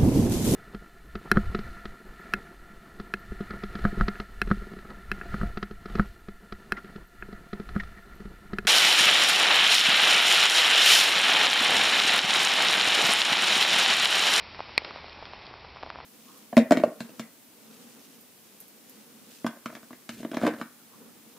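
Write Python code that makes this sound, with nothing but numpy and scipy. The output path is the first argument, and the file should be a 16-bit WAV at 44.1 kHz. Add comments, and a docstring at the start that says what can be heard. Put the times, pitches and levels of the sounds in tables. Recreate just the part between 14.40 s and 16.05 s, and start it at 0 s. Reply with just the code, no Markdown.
"""Freezing rain falls among ice-coated trees.
Near drops pat on soft ground and ice pellets tick on twigs; countless far drops merge into a hiss.
One hard click sounds very close, and a brief rattle follows. A faint hum lies below.
Everything is heard in mono through a small microphone that loses the highest treble."""
import sys
import numpy as np
from scipy import signal
from scipy.fft import rfft, irfft
from scipy.io import wavfile
from scipy.ndimage import uniform_filter1d

SR = 44100
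rng = np.random.default_rng(int(sys.argv[2]) if len(sys.argv) > 2 else 0)


def waveform_to_disk(signal):
    """Save audio, clipped to [-1, 1], as 16-bit WAV at the path in sys.argv[1]."""
    frames = np.transpose(np.atleast_2d(signal))
    scaled = np.clip(frames, -1, 1) * 32767
    samples = np.round(scaled).astype(np.int16)
    wavfile.write(sys.argv[1], SR, samples)


N = 72765
TICK_S = .000055  # how short a drop's tick is


def drop(hz, tick_db, size=900):
    """A drop lands: a sharp tick of contact, then a pat that dies within a few cycles."""
    lag_s, rise_cycles, swell = .00016, .48, 1.8
    t = np.arange(size) / SR
    cycles = np.maximum(t - lag_s, 0) * hz
    age = t * hz / rise_cycles
    pat = -np.sin(2 * np.pi * cycles) * (age * np.exp(1 - age)) ** swell
    tick = undb(tick_db) * np.exp(-(t / TICK_S - 2) ** 2)
    return pat + tick


def pellet(hz):
    """A bit of ice hits a twig and rings for an instant."""
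    return ring(hz, rise_s=.00011)


# Drops that land nearby. Each row: start in seconds, level in dB, pitch of the pat in Hz,
# level of the tick in dB compared with the pat.
NEAR_DROPS = [(.0086, -32.5, 930, 0), (.1472, -33.5, 1080, 6), (0.19, -39, 1080, 5),
              (0.193, -24.5, 800, -2), (.2051, -19, 780, -2), (0.2936, -33.5, 940, 3), (.4194, -32, 500, 1),
              (0.509, -26, 940, -4), (.5601, -27.5, 724, 0.5), (0.5737, -37, 880, 10.5),
              (0.6435, -30.5, 680, 0.5), (0.6827, -34.5, 900, 5), (0.7913, -37, 768, -11),
              (0.8052, -40, 900, 4), (.826, -28, 724, -12), (0.8305, -32, 884, -3),
              (0.8555, -38.5, 1230, 14.5), (.9353, -28, 780, 1), (1.077, -37.5, 516, -1),
              (1.1104, -39, 396, -8), (1.1397, -30, 1000, 0), (1.1558, -42, 870, -7),
              (1.2482, -33, 710, 1.5), (1.361, -32, 885, 0), (1.3699, -30.5, 1100, -2.5),
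              (1.4291, -31, 1100, 6), (1.4332, -22, 740, -2), (1.4634, -29, 700, -1),
              (1.4724, -32.5, 650, -22), (1.5026, -22.5, 1100, 2), (1.5506, -36.5, 1000, -9.5),
              (1.5578, -27, 1000, -16), (1.5873, -29.5, 826, -4), (1.6031, -29, 880, -3),
              (1.6109, -34, 830, 0.5)]
# Ice pellets that hit twigs. Each row: start in seconds, level in dB.
NEAR_PELLETS = [(0.3653, -39), (0.561, -37), (.6964, -29), (0.73, -32), (0.8546, -28.5), (1.021, -38),
                (1.0676, -29), (1.208, -38), (1.304, -39), (1.4942, -35)]
def near_rain():
    """Drops and ice pellets land close enough to be heard one by one."""
    out = np.zeros(N)
    for at, db, hz, tick_db in NEAR_DROPS:
        add(out, at - 2 * TICK_S, undb(db) * drop(hz, tick_db))
    for at, db in NEAR_PELLETS:
        add(out, at, undb(db) * pellet(hz=4050))
    return out


def shower(hit, per_s, db, spread_db, hz):
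    """Many small hits at random times and pitches; most are weak, a few are strong."""
    out = np.zeros(N)
    for when, strength, pitch in rng.random((int(per_s * N / SR), 3)):
        boost_db = spread_db * min(-np.log(1 - strength), 3)
        add(out, when * N / SR, undb(db + boost_db - spread_db) * hit(hz * 2 ** (pitch - .5)))
    return out


# The tone of the far hiss. Each row: frequency in Hz, relative strength there in dB.
HISS_SPECTRUM = [(15, -44.5), (25, -11), (48, -4), (76, -3.5), (97, -8), (122, -3), (150, -9.5),
                 (183, -7.5), (269, -7.5), (346, -8.5), (475, -8.5), (936, -5.5), (1580, -12.5), (2420, -7),
                 (2840, -13), (4470, -14), (5600, -15.5), (7280, -31), (12300, -120)]
# How the hiss rises and falls. Each row: time in seconds, gain of the lows in dB, gain of the highs in dB.
HISS_GAINS = [(0, -48.5, -45), (.3, -47.5, -45), (.5, -46, -43.5), (.75, -48, -47.5), (1.05, -47, -47),
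              (1.2, -47.5, -50), (1.4, -48, -49.5), (1.65, -46, -49.5)]
def far_rain():
    """Far drops blur into a hiss whose treble thins out; the ground patters and the branches crackle."""
    split_hz, flicker_db = 1400, .4
    t = np.arange(N) / SR
    at, low_db, high_db = np.array(HISS_GAINS).T
    hiss = noise(HISS_SPECTRUM)
    lows = signal.sosfiltfilt(signal.butter(3, split_hz, fs=SR, output="sos"), hiss)
    highs = hiss - lows
    low_gain = undb(np.interp(t, at, low_db) + flicker_db * wander(per_s=30.1))
    high_gain = undb(np.interp(t, at, high_db) + flicker_db * wander(per_s=40.06))
    patter = shower(lambda hz: drop(hz, tick_db=-1), per_s=110, db=-47, spread_db=3.5, hz=940)
    crackle = shower(pellet, per_s=150, db=-46, spread_db=4.3, hz=3400)
    crackle *= unit(high_gain)  # the crackle rises and falls with the highs
    return lows * low_gain + highs * high_gain + patter + crackle


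# The tones that ring in the click. Each row: pitch in Hz, level in dB, time to its peak in seconds.
CLICK_TONES = [(445, -20, 0.00086), (950, -16.5, 0.00084), (2365, -5.5, 0.000909), (3270, -24, 0.001098),
               (4220, -8, 0.000687), (5340, -21, 0.000457)]
# The rough noise in the click. Each row: frequency in Hz, relative strength there in dB.
CHATTER_SPECTRUM = [(200, -19.5), (900, -9.5), (1500, -16.5), (2100, -3), (2500, -4.5), (3000, -22),
                    (4300, -8), (5600, -27)]
def click():
    """A hard snap on a small stiff body; it chatters and one tone rings on for a few milliseconds."""
    start_s, chatter_lag_s, chatter_rise_s = .3783, .0008, .0018
    out = np.zeros(N)
    for hz, db, rise_s in CLICK_TONES:
        add(out, start_s, undb(db) * ring(hz, rise_s, swell=3.33))
    add(out, start_s, undb(-24) * ring(hz=2150, rise_s=.003, swell=2))  # the tone that rings on
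    age = np.maximum(np.arange(N) / SR - start_s - chatter_lag_s, 0) / chatter_rise_s
    chatter = undb(-25) * noise(CHATTER_SPECTRUM) * age * np.exp(1 - age)
    return out + chatter


def rattle():
    """A short scratchy rattle that trails off in a soft rustle."""
    start_s = .4465
    age = np.arange(N) / SR - start_s
    fade = lambda decay_s: (age > 0) * np.exp(-np.abs(age) / decay_s)
    scratch = noise([(100, -12), (600, -1), (3300, 0), (5200, -2), (7000, -30)])
    rustle = noise([(100, -20), (400, 4.5), (2300, -6), (5000, -21), (7000, -31)])
    return undb(-29.5) * scratch * fade(decay_s=.0037) + undb(-43.5) * rustle * fade(decay_s=.095)


def hum():
    """A faint low hum that wavers in pitch and loudness."""
    hz = 76.3 * (1 + .03 * wander(per_s=9.9))
    phase = 2 * np.pi * np.cumsum(hz) / SR
    loudness = undb(3.5 * wander(per_s=8))
    return undb(-62) * unit(np.sin(phase) * loudness)


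def ring(hz, rise_s, swell=1, size=900):
    """A tone that grows for rise_s and dies away; more swell rounds its start and shortens its end."""
    t = np.arange(size) / SR
    loudness = (t / rise_s * np.exp(1 - t / rise_s)) ** swell
    return -np.sin(2 * np.pi * hz * (t - rise_s)) * loudness


def noise(points):
    """Noise whose tone follows a list of (frequency in Hz, relative strength in dB) points."""
    hz, db = np.array(points, float).T
    freqs = np.maximum(np.fft.rfftfreq(N, 1 / SR), 1)
    gain = undb(np.interp(np.log(freqs), np.log(hz), db))
    return unit(irfft(rfft(rng.standard_normal(N)) * gain, N))


def wander(per_s):
    """A smooth random curve that strays about 1 from zero, with per_s new values a second."""
    hold = int(SR / per_s)
    steps = np.repeat(rng.standard_normal(N // hold + 1), hold)
    return 1.3 * uniform_filter1d(uniform_filter1d(steps, hold), hold)[:N]


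def undb(db):
    """Turn decibels into a number to multiply by."""
    return 10 ** (np.asarray(db) / 20)


def unit(x):
    """Scale a signal so its average level (rms) is 1."""
    return x / np.sqrt(np.mean(x ** 2))


def add(out, at_s, sound):
    """Mix a short sound in at its time."""
    i = int(np.clip(at_s * SR, 0, N - 1))
    out[i:i + len(sound)] += sound[:N - i]


def scene():
    """Rain, click, rattle and hum together, the same in both channels."""
    mono = near_rain() + far_rain() + click() + rattle() + hum()
    return np.array([mono, mono])


def record(dry):
    """A small microphone dulls the treble and flattens any peak above its ceiling."""
    mic_top_hz, ceiling, final_top_hz = 5613, .62, 16500
    dulled = signal.sosfiltfilt(signal.butter(14, mic_top_hz, fs=SR, output="sos"), dry)
    flattened = np.clip(dulled, -ceiling, ceiling)
    return signal.sosfilt(signal.ellip(8, .2, 70, final_top_hz, fs=SR, output="sos"), flattened)


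dry = scene()
out = record(dry)
waveform_to_disk(out)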